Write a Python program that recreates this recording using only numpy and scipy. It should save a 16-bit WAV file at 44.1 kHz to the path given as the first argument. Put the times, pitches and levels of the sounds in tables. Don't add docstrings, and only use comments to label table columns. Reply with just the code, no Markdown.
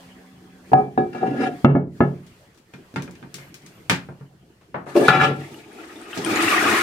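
import sys
import numpy as np
from scipy import signal
from scipy.fft import rfft, irfft, next_fast_len
from scipy.io import wavfile
from scipy.ndimage import uniform_filter1d, minimum_filter1d, map_coordinates

SR = 44100
rng = np.random.default_rng(int(sys.argv[2]) if len(sys.argv) > 2 else 0)


def dump(signal):
    limited = np.clip(np.atleast_2d(signal).T, -1, 1)
    pcm = np.round(limited * 32767).astype(np.int16)
    wavfile.write(sys.argv[1], SR, pcm)


def level_to_linear(level):
    exponent = np.asarray(level, float) / 20
    return 10 ** exponent


N = 300762

# mode_hz, level_db, t60_s
AIR_MODES = [(63, -32.5, 0.36), (101.3, -27, 1), (141.2, 5, 0.3), (179.8, 1.5, 0.3), (238, 0.5, 0.12),
             (271.2, 2.5, 0.11), (358.1, 0, 0.17), (417, -4.5, 0.28)]
# freq_hz, relative_db_per_hz
RUMBLE = [(15, -31.5), (25, -8), (65, -1), (194, 0.5), (253, -5), (316, -0.5), (448, -4), (545, -35.5),
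          (700, -14.5), (910, -29.5), (1540, -120)]
# freq_hz, relative_db_per_hz
BRIGHT = [(1760, -28), (3000, -26), (3730, -9), (4170, -5), (5140, -8), (5920, -9), (13400, -13.5),
          (16000, -19.5)]
# freq_hz, left_minus_right_db
LID_LEAN = [(60, 1.5), (240, -2), (800, 3), (3770, 1), (15000, 9.5)]
LID_LEAD_S = 0.00013


def unit(x):
    return x / np.sqrt(np.mean(x ** 2) + 1e-20)


def along(points, hz):
    f, v = np.transpose(points)
    return np.interp(np.log(hz + 1), np.log(f + 1), v)


def curves(rows):
    s, *cols = np.transpose(rows)
    s = np.r_[s[0] - .03, s, s[-1] + .03]
    return [np.interp(np.arange(N) / SR, s, np.r_[-120, c, -120]) for c in cols]


def wobble(rate_hz):
    knots = rng.standard_normal(int(N * rate_hz / SR) + 4)
    return map_coordinates(knots, [np.arange(N) * rate_hz / SR])


def filtered(x, response):
    m = next_fast_len(N + SR // 2)
    return irfft(rfft(x, m) * response(np.fft.rfftfreq(m, 1 / SR)), m)[..., :N]


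def coloured(spectrum):
    return lambda hz: level_to_linear(along(spectrum, hz))


def lean(balance, lead_s=0):
    half = np.array([[.5], [-.5]])
    return lambda f: level_to_linear(along(balance, f) * half) * np.exp(2j * np.pi * f * lead_s * half)


def turn(hz):
    # freq_hz, likeness_0_to_1
    alike = [(25, 1), (60, 0.8), (150, 1), (380, 0.9), (950, 0.16), (2380, 0), (5980, 0.049), (15000, 0)]
    return np.arccos(np.clip(along(alike, hz), 0, 1)) / 2


def rush(gain, patchy_db):
    z = signal.stft(rng.standard_normal((2, N)), nperseg=512)[2]
    field = uniform_filter1d(rng.standard_normal(z.shape[1:]), size=5, axis=0)
    field = uniform_filter1d(field, size=8, axis=1)
    pair = signal.istft(z * level_to_linear(patchy_db * unit(field)), nperseg=512)[1][:, :N]
    mid, side = filtered(pair, lambda hz: gain(hz) * [np.cos(turn(hz)), np.sin(turn(hz))])
    return unit(np.array([mid + side, mid - side]))


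def ringing(modes):
    return lambda f: sum(level_to_linear(db) * 1j * f * 2.2 / t60 / (hz * hz - f * f + 2.2j * f / t60)
                         for hz, db, t60 in modes)


def clatter(size):
    # freq_hz, t60_s
    tiles = [(100, 0.54), (500, 0.29), (1500, 0.25), (4000, 0.22), (10000, 0.18)]
    hz, t, z = signal.stft(rng.standard_normal((2, size)), SR, nperseg=256)
    angle = turn(hz)[:, None]
    mid, side = z * level_to_linear(-60 * t / along(tiles, hz)[:, None]) * [np.cos(angle), np.sin(angle)]
    return signal.istft(np.array([mid + side, mid - side]), SR, nperseg=256)[1][:, :size]


def tiled(x, wet_db):
    tail = clatter(SR // 2)
    answer = signal.fftconvolve(x, tail / np.linalg.norm(tail[0]), axes=1)[:, :N]
    return x + level_to_linear(wet_db) * answer


def blows(table, colour_db, modes, boom_db, clatter_db, crack_db, spread, soft_s=0.00034):
    # centre_hz, width_hz
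    bands = [(140, 120), (330, 300), (750, 500), (1800, 2000), (6000, 9000)]
    weight_share = np.array([0.83, 0.94, 0.2, 0.02, 0.38])
    hard_share = np.array([0, 0.0056, 0.025, 0.32, 1])
    twin_hz, twin_share = 22, .22
    top_hz, top_db, top_share = 13000, -10, 0.15
    rings, out = np.zeros((2, 2, N + SR))
    t, lead = np.arange(SR // 2) / SR, 512
    centre, width = np.transpose(bands)
    hz, level, t60 = np.transpose(AIR_MODES + modes)[..., None]
    level = level + boom_db * (np.arange(len(hz))[:, None] < len(AIR_MODES))
    contact = 1 - np.exp(-t / soft_s)
    rise = (1 - np.exp(-t * hz / 0.29)) ** 2 * contact
    grid = np.fft.rfftfreq(len(t) + lead, 1 / SR)
    edges = grid ** 2 / (grid ** 2 + 110 ** 2) / (1 + (grid / 9000) ** 2)
    for s, db, weight_db, hard_db in table:
        band_db = db + np.array(colour_db) + weight_db * weight_share + hard_db * hard_share
        mode_db = along(np.transpose([centre, band_db]), hz) + level
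        size = level_to_linear(mode_db + rng.normal(0, 2.2, hz.shape))
        shift = spread * turn(hz) * rng.uniform(-6.5, 4.7, hz.shape)
        beat = twin_hz * rng.uniform(.3, 1, hz.shape) * t + rng.random(hz.shape)
        size = size * (1 + twin_share * np.sin(2 * np.pi * beat))
        decay = size * rise * level_to_linear(-60 * t / t60)
        ring = [(decay * np.sin(2 * np.pi * hz * t + side * shift)).sum(axis=0) for side in (.5, -.5)]
        crack = 1 + level_to_linear(crack_db - 60 * t / 0.0085)
        noise = np.pad(clatter(len(t)) * crack * contact, ((0, 0), (lead, 0)))
        per_hz = np.transpose([centre, band_db + clatter_db - 10 * np.log10(width / (SR / 2))])
        per_hz = np.r_[per_hz, [[top_hz, per_hz[-1, 1] + top_db + top_share * hard_db]]]
        at = round(s * SR)
        rings[:, at:][:, :len(t)] += np.array(ring)
        out[:, at - lead:][:, :len(t) + lead] += irfft(rfft(noise) * level_to_linear(along(per_hz, grid)) * edges)
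    return out[:, :N] + tiled(rings[:, :N], wet_db=-8.5)


def rubbing(rows, hiss_db, modes, ring_db, boom_db, rough_db, grit_db, rate_hz):
    low_db, mid_db = curves(rows)
    grip_db = rough_db * wobble(rate_hz)

    def body(f):
        return level_to_linear(ring_db) * abs(ringing(modes)(f)) + 1

    def air(f):
        return level_to_linear(boom_db) * abs(ringing(AIR_MODES)(f))

    def below(f, hz):
        return 1 / (1 + (f / hz) ** 4)

    boom = rush(lambda f: (body(f) + air(f)) * (1 - below(f, 130)) * below(f, 590), patchy_db=3.5)
    ring = rush(lambda f: body(f) * (1 - below(f, 500)) * below(f, 3100), patchy_db=2.5)
    shrill = rush(lambda f: (body(f) + level_to_linear(grit_db)) * coloured(BRIGHT)(f) * below(f, 12000), patchy_db=2.5)
    return level_to_linear(low_db) * boom + level_to_linear(mid_db + grip_db) * ring + level_to_linear(mid_db + hiss_db + grip_db) * shrill


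def bubbles(s, db, hz, pan_db, turns):
    t = np.arange(1500) / SR
    age = t * hz[:, None] / turns
    swell = level_to_linear(db)[:, None] * age * np.exp(1 - age)
    tone = swell * np.sin(2 * np.pi * hz[:, None] * t * (1 + .012 * age))
    at = (np.round(s * SR).astype(int)[:, None] + np.arange(len(t))).ravel()
    return np.array([np.bincount(at, (tone * level_to_linear(side * pan_db)[:, None]).ravel(), N + len(t))[:N]
                     for side in (.5, -.5)])


def mic_hiss():
    # freq_hz, relative_db_per_hz
    hiss = [(20, 7), (80, 12.5), (400, -8), (3000, -21.5), (16000, -29)]
    return level_to_linear(-59) * rush(coloured(hiss), patchy_db=-2.0)


def building():
    # time_s, level_db
    rumble = [(0, -50.5), (.65, -47.5), (2.2, -50.5), (2.66, -60), (2.85, -46.5), (3.7, -49), (4.63, -54),
              (4.85, -40.5)]
    rumble_db, = curves(rumble)
    return level_to_linear(rumble_db + 1.1 * wobble(44)) * rush(coloured(RUMBLE), patchy_db=4.5)


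def air_noise():
    # time_s, level_db
    floor = [(0, -48), (.156, -53), (.634, -55.5), (.756, -47), (.888, -56), (1.05, -55.5), (1.65, -49),
             (1.78, -91.5), (1.98, -50.5), (2.12, -56.5), (2.42, -54.5), (2.66, -61.5), (2.8, -55.5),
             (3.17, -55), (3.28, -56), (3.43, -48.5), (3.54, -54), (3.7, -53.5), (3.95, -54), (4.35, -62.5),
             (4.85, -60.5)]
    # freq_hz, relative_db_per_hz
    dull = [(290, -25), (500, -6), (529, -3.5), (676, -7.5), (1340, -10.5), (1700, -9.5), (3500, -15.5),
            (4550, -57), (7700, -120)]
    bright_db = -6
    floor_db, = curves(floor)
    flicker = wobble(14)
    return (level_to_linear(floor_db + 0.5 * flicker) * rush(coloured(dull), patchy_db=3.0)
            + level_to_linear(floor_db + bright_db + 1.2 * flicker) * rush(coloured(BRIGHT), patchy_db=.6))


def low_hum():
    # pitch_hz, waver_knots_per_s, level_db (before the gain curve)
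    tones = [(184, 14, -53), (257, 17, -56), (763, 8.08, -67), (1730, 6.9, -76.5)]
    # time_s, gain_db
    gain = [(0, 4), (.7, 1.5), (1.6, 4), (1.75, -30), (6.82, -10)]
    t = np.arange(N) / SR
    hum = 0
    for hz, rate_hz, db in tones:
        level = level_to_linear(db + 1.0 * wobble(rate_hz)) * np.sqrt(2)
        hum = hum + level * np.sin(2 * np.pi * hz * t + 1.4 * wobble(rate_hz))
    gain_db, = curves(gain)
    return level_to_linear(gain_db) * filtered(hum, lean(LID_LEAN, LID_LEAD_S))


def hinge():
    # time_s, level_db
    swing = [(3.4, -49), (3.68, -76), (3.75, -53), (3.89, -67)]
    # centre_hz, half_width_hz, level_db
    bands = [(2140, 120, -2), (12200, 700, -11)]
    swing_db, = curves(swing)
    whistle = rush(lambda f: sum(level_to_linear(db) / (1 + ((f - hz) / w) ** 2) for hz, w, db in bands), patchy_db=7.0)
    return level_to_linear(swing_db) * whistle


def fingers():
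    # start_s, level_db, weight_db (bass), hardness_db (treble)
    touches = [(2.264, -62, -13, 21), (2.545, -67, -13, 20), (2.574, -61.5, -2, 14), (4.612, -53.5, -8, -2),
               (4.743, -14.5, -22.5, -33.5), (4.865, -27.5, -14, -31)]
    skin_db = (1.3, 6.6, 0.5, 3.6, 0.5)
    return blows(touches, skin_db, [], boom_db=-6.5, clatter_db=-4, crack_db=-49, spread=0.78)


def seat():
    # start_s, level_db, weight_db (bass), hardness_db (treble)
    knocks = [(2.737, -53, -3.5, 1), (2.94, -65.5, 20, 3), (2.96, -33.5, -5.5, -6.5),
              (3.022, -58, 10.5, 12), (3.077, -46.5, -4, -22), (3.11, -81, -7.5, 31.5),
              (3.153, -64, -8, 10), (3.227, -46, -4, -17.5), (3.342, -58.5, 4.5, 22.5),
              (3.384, -56.5, -1.5, 6), (3.542, -64.5, -0.5, 22.5), (3.62, -78, -15, 24),
              (3.662, -70.5, 9, 20.5), (3.897, -23, -16.5, 7.5), (3.915, -37, 2, -9), (4.088, -41, -8, -45),
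              (4.21, -53, -2, -34.5)]
    plastic_db = (5, 1.5, -1.5, 5, 1.96)
    # mode_hz, level_db, t60_s
    modes = [(910, -4, .2), (1217, -6, .2), (1397, 0, .16), (1577, -1, .14), (1653, -2, .12),
             (1814, -3, .13), (2140, -1, .12), (2412, 3, .13), (3500, -6, .06), (4900, -8, .05)]
    # freq_hz, left_minus_right_db
    balance = [(60, 1), (240, -1.5), (950, 2), (3770, 1.5), (15000, 15.5)]
    knocking = blows(knocks, plastic_db, modes, boom_db=9.0, clatter_db=3, crack_db=8, spread=0.81)
    return filtered(knocking, lean(balance))


def lever():
    # start_s, level_db, weight_db (bass), hardness_db (treble)
    plunge = [(4.953, -18, 0, 0)]
    plunge_db = (-29, 14.5, 7.5, -4, -35)
    # mode_hz, level_db, t60_s
    slosh_modes = [(352, 1, 0.28), (402, -4.5, .3), (581.4, -0.5, 0.21), (673, -6.5, 0.4), (1078, -5, 0.11)]
    # start_s, level_db, weight_db (bass), hardness_db (treble)
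    clank_and_swells = [(5.083, -11, 3.5, 0), (5.104, -11, -5, 0), (5.124, -7.5, -13, 0),
                        (5.199, -16, -4, -3), (5.212, -14.5, 1.5, 0.55), (5.232, -19, -1.5, -1)]
    lever_db = (-1.5, -21, 1.5, 2.5, -13)
    # mode_hz, level_db, t60_s
    lever_modes = [(1292, -2, .12), (1340, 0, .14), (1378, 2, .13), (1425, 4, .2), (2500, -6, .07),
                   (3940, -6, .07)]
    tank_db = (-7.5, -10, 6.5, 4.5, -6.5)
    # mode_hz, level_db, t60_s
    tank_modes = [(364.2, -2.5, 0.35), (437, 1, 0.21), (568, -6.5, 0.35), (763, 3, 0.21), (840, 0, .18),
                  (1115, -9.5, 0.27), (1214, 1, 0.13), (1368, -2, 0.29), (1435, -12, .2), (1709, 7.5, 0.17),
                  (1950, -9, .14), (2078, -9, .14), (2320, -1, 0.18), (2345, -2, .18), (2495, -4, .15),
                  (2690, -4, 0.14), (2745, -6, .14), (3004, -2, 0.16), (3405, -2.5, 0.17),
                  (3860, -4.5, 0.15), (4380, -24, 0.11), (4970, -9, 0.16), (5460, -5.5, 0.098)]
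    # time_s, rumble_db, scrape_db
    linkage = [(4.86, -61, -51), (4.898, -40, -38), (4.942, -39, -45), (4.966, -22, -23),
               (5.01, -11, -27.5), (5.04, -14.5, -25.5), (5.078, -13, -25), (5.088, -11, -5),
               (5.185, -11, -16), (5.246, -15.5, -11), (5.3, -19.5, -24.5), (5.352, -28, -44),
               (5.42, -32, -43)]
    struck = 0
    for rows, colour_db, modes, soft_s in ((plunge, plunge_db, slosh_modes, .005),
                                           (clank_and_swells, lever_db, lever_modes, .0002),
                                           (clank_and_swells, tank_db, tank_modes, .017)):
        struck = struck + blows(rows, colour_db, modes, boom_db=-2.5, clatter_db=-8, crack_db=-23.0,
                                spread=0.15, soft_s=soft_s)
    hiss_db = np.where(np.arange(N) / SR < clank_and_swells[0][0], -11.5, -24.5)
    return struck + rubbing(linkage, hiss_db, tank_modes, ring_db=12, boom_db=7.5, rough_db=1.2,
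                            grit_db=35.0, rate_hz=60)


def flush_pipe(pipe_db):
    # freq_hz, relative_db_per_hz
    colour = [(24, -78.5), (40, -28.5), (113, -5), (155, -22), (185, -6), (306, -1), (345, -7), (428, 0.5),
              (513, -11), (700, -7.5), (910, -6.5), (1540, -120)]
    # mode_hz, width_hz, level_db (before a threefold gain)
    column_modes = [(333.6, 38, -0.5)]
    drone_hz, drone_db = 345.3, -5
    phase = 1.5 * (wobble(45) + 2 * wobble(12))
    drone = level_to_linear(drone_db) * np.sin(2 * np.pi * drone_hz * np.arange(N) / SR + phase)

    def column(f):
        return 1 + sum(3 * level_to_linear(db) / (1 + (2 * (f - hz) / w) ** 2) for hz, w, db in column_modes)

    noise = rush(lambda f: coloured(colour)(f) * column(f), patchy_db=.5)
    return level_to_linear(pipe_db - 2 + 1.0 * wobble(40)) * (drone + noise)


def splash_and_fizz(flow_db):
    # freq_hz, relative_db_per_hz
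    splash_colour = [(290, -55), (500, -33), (739, 6), (937, -25), (1060, -3), (1230, 3), (1570, -5.5),
                     (1700, 2), (2570, 1.5), (3800, -15), (4940, -54), (8360, -120)]
    # freq_hz, relative_db_per_hz
    fizz_colour = [(2000, -10.5), (3400, 3), (4050, 0), (8210, -5.5), (9220, -7.5), (10600, -10),
                   (12400, -11.5), (15000, -18.5), (16000, -19)]
    fizz_db = flow_db - 8.5 - 0.32 * np.maximum(flow_db + 21.5, 0)
    surge = wobble(6.8)
    splash = level_to_linear(flow_db - 6 + 2 * surge + 2.2 * wobble(70)) * rush(coloured(splash_colour), patchy_db=3.8)
    fizz = level_to_linear(fizz_db + .7 * surge + 1.1 * wobble(60)) * rush(coloured(fizz_colour), patchy_db=1.2)
    return splash + fizz


def froth(flow_db, start_s):
    draw = rng.random((1200, 4))
    s = start_s + np.sqrt(draw[:, 0]) * (N / SR - start_s)
    hz = 1000 * 2.8 ** draw[:, 1]
    db = flow_db[(s * SR).astype(int)] - 16.0 - 3.1 * np.log(draw[:, 2] + 0.041)
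    short = bubbles(s, db, hz, 8 * (draw[:, 3] - .5), turns=3.2)
    singing = bubbles(s[::5] + .01, db[::5] - 10, hz[::5] * .9, 0 * s[::5], turns=10)
    return tiled(short + singing, wet_db=4.0)


def drops():
    # start_s, level_db, pitch_hz, left_minus_right_db
    drop_rows = [(5.543, -44, 10900, 18), (5.544, -38.5, 2740, -3), (5.5762, -53, 7060, 17),
                 (5.73, -52, 9420, 24), (5.7873, -39.5, 1310, 9), (5.8556, -47, 8440, 10.5),
                 (5.96, -39.5, 3460, -3), (6.0153, -39, 8200, 13), (6.13, -28.5, 2600, 3),
                 (6.13, -30, 2950, 5), (6.248, -20, 8750, 13), (6.247, -24, 3050, 4),
                 (6.261, -23.5, 2320, 8), (6.262, -29, 1380, 11), (6.307, -21.5, 2230, 8),
                 (6.385, -22.5, 1203, 5), (6.3591, -17, 6700, -1), (6.425, -25, 9200, 22),
                 (6.481, -16.5, 2590, 9), (6.484, -20, 2210, 7), (6.493, -26, 8500, 8),
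                 (6.5241, -15.5, 1130, -6), (6.538, -20, 1108, -2), (6.536, -18, 2210, 0),
                 (6.578, -14, 1800, 0), (6.611, -17, 1445, 2), (6.64, -20, 1510, 3),
                 (6.642, -20.5, 2750, 0), (6.662, -20, 1110, -2), (6.69, -19, 1400, 0),
                 (6.701, -23, 8340, 13), (6.742, -19, 1056, 0), (6.771, -17, 1700, 1.5)]
    s, db, hz, pan_db = np.transpose(drop_rows)
    tones = bubbles(s, db, hz, pan_db, turns=5.6)
    ticks = bubbles(s, db + 2, hz * 0.59, pan_db, turns=0.34)
    return tiled(tones + ticks, wet_db=-4)


def glug():
    # start_s, level_db, weight_db (bass), hardness_db (treble)
    slug = [(6.174, -30, 0, 0)]
    glug_db = (-8.5, 12.5, -24, -1, 8)
    return blows(slug, glug_db, [], boom_db=1.0, clatter_db=-3.0, crack_db=-1, spread=0.36)


def water():
    # time_s, pipe_db, bowl_flow_db
    flow = [(5.33, -53, -45), (5.438, -35.5, -42), (5.596, -38, -42.5), (5.646, -43, -49),
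            (5.82, -36.5, -41), (5.866, -41, -42.5), (6.078, -37.5, -39.5), (6.168, -35.5, -28.5),
            (6.176, -22, -36), (6.214, -28, -32), (6.32, -20, -22.5), (6.42, -21.5, -19),
            (6.522, -25, -16.5), (6.61, -22, -18), (6.704, -17, -17), (6.82, -26, -17)]
    # freq_hz, left_minus_right_db
    balance = [(60, -1.5), (240, -0.5), (950, 2.5), (4500, 1), (8500, 6.5), (15000, 14)]
    pipe_db, flow_db = curves(flow)
    stream = flush_pipe(pipe_db) + splash_and_fizz(flow_db) + froth(flow_db, flow[0][0])
    return filtered(stream, lean(balance)) + drops() + glug()


def lid():
    # start_s, level_db, weight_db (bass), hardness_db (treble)
    knocks_and_swell = [(0.717, -21.5, 11.5, 6.5), (0.732, 4, -6.5, -19.5), (0.778, -14.5, 3.5, -20),
                        (0.976, -15, 11, 8.5)]
    lid_db = (-10.5, -1.5, -3, -17.5, -37.5)
    # mode_hz, level_db, t60_s
    modes = [(553, -10, 0.15), (800, -12, 0.3), (755.5, 7, 0.22), (711, -22, 0.38), (867, -19, 0.18),
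             (980, -25, .17), (1263, -5, 0.25), (1402, -5, 0.069), (1676, 1.5, 0.17), (2336, -6.5, 0.36),
             (2710, -7, 0.088), (3370, -19, 0.14), (3780, -12, .12), (4380, -19, 0.1)]
    # start_s, level_db, weight_db (bass), hardness_db (treble)
    snags = [(1.147, -25.5, 0, 20.5), (1.212, -30.5, -5, 15), (1.229, -13.5, -7.5, -12)]
    # start_s, level_db, weight_db (bass), hardness_db (treble)
    lift_off = [(1.447, -21, 0.0065, 0.0086)]
    # mode_hz, level_db, t60_s
    free_modes = [(718, 0.0029, 0.32)]
    # start_s, level_db, weight_db (bass), hardness_db (treble)
    set_down = [(1.646, -4.5, 1, 10), (1.751, -13, -0.63, -10), (2.005, -10, -0.81, 4)]
    resting_db = (-2, 2, -2.5, -15, -47.5)
    # mode_hz, level_db, t60_s
    resting_modes = [(250, 13, 0.022), (527, -10, 0.18), (592.7, -2.5, 0.15), (681, -6, 0.18),
                     (763, -2.5, 0.098), (821, -2, 0.11), (887, -11.5, 0.13), (1282, 1, 0.16),
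                     (1383, -1.5, 0.17), (1708, 2, 0.12), (2083, -5, 0.077), (2200, -7, 0.16),
                     (2719, -3.5, 0.19), (3010, 0, 0.1), (3440, -2, .07), (3900, -0.5, 0.07)]
    # time_s, rumble_db, scrape_db
    drag = [(1.132, -48, -33.5), (1.156, -35, -38.5), (1.208, -32.5, -33), (1.234, -13, -36),
            (1.268, -27, -35.5), (1.358, -24, -33), (1.44, -18, -19.5), (1.56, -33, -49.5),
            (1.62, -48.5, -58)]
    # mode_hz, level_db, t60_s
    squeal_modes = [(4969, -9, .12), (5300, -14, .12), (5647, -12, .12), (6200, -10, .1), (6735, -11, .1),
                    (7079, -11, .1), (8382, -13, .08), (9383, -4, .08)]
    held_modes = [(hz, db, 0.7 * t60) for hz, db, t60 in modes]
    out = blows(knocks_and_swell, lid_db, modes, boom_db=-5.5, clatter_db=-10.5, crack_db=0.0, spread=0.84,
                soft_s=0.00077)
    out += blows(snags, lid_db, held_modes, boom_db=-4.0, clatter_db=-6.0, crack_db=-9.5, spread=0.46,
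                 soft_s=0.0019)
    out += blows(lift_off, lid_db, free_modes, boom_db=-14.5, clatter_db=-29.0, crack_db=-29, spread=0.17,
                 soft_s=0.0058)
    out += blows(set_down, resting_db, resting_modes, boom_db=-3.5, clatter_db=-8, crack_db=4.0, spread=0.3)
    out += rubbing(drag, -25.5, modes + squeal_modes, ring_db=27, boom_db=28, rough_db=2.5, grit_db=-6, rate_hz=70)
    return filtered(out, lean(LID_LEAN, LID_LEAD_S))


def lingering(x):
    linger_db, linger_t60_s = -21.5, 0.77
    t = np.arange(SR) / SR
    decay = (1 - np.exp(-t / .04)) * level_to_linear(-60 * t / linger_t60_s)
    tail = unit(rng.standard_normal(SR) * decay) / np.sqrt(SR)
    return x + level_to_linear(linger_db) * filtered(signal.fftconvolve(x.mean(axis=0), tail)[:N], coloured(RUMBLE))


def scene():
    # freq_hz, left_minus_right_db
    lever_lean = [(60, 1.5), (240, 0), (950, 5), (3770, 1.5), (15000, 18.5)]
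    handled = lid() + seat() + filtered(fingers() + lever(), lean(lever_lean))
    return lingering(handled) + hinge() + water() + building() + air_noise() + low_hum()


def limited(x, ceiling_db, attack_s, release_s):
    over_db = np.minimum(ceiling_db - 20 * np.log10(abs(x).max(axis=0) + 1e-9), 0)
    held_db = minimum_filter1d(over_db, size=801, origin=400)

    def lag(tau_s):
        return signal.lfilter([1 / (tau_s * SR)], [1, 1 / (tau_s * SR) - 1], held_db)

    return x * level_to_linear(np.minimum(lag(attack_s), lag(release_s)))


def roll_off(x):
    return signal.sosfilt(signal.butter(12, 16670, fs=SR, output="sos"), x)


def record(dry):
    # freq_hz, gain_db
    mic = [(20, -13), (60, -8), (140, -2.5), (9500, -2), (11000, -4.5), (15300, -2.5), (15900, -8.5),
           (16600, -27.5)]
    heard = filtered(dry + mic_hiss(), coloured(mic))
    heard = limited(heard, ceiling_db=-2.5, attack_s=.006, release_s=.06)
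    rounded = heard / (1 + abs(heard / 1.2) ** 6) ** (1 / 6)
    return roll_off(rounded)


dry = scene()
out = record(dry)
dump(out)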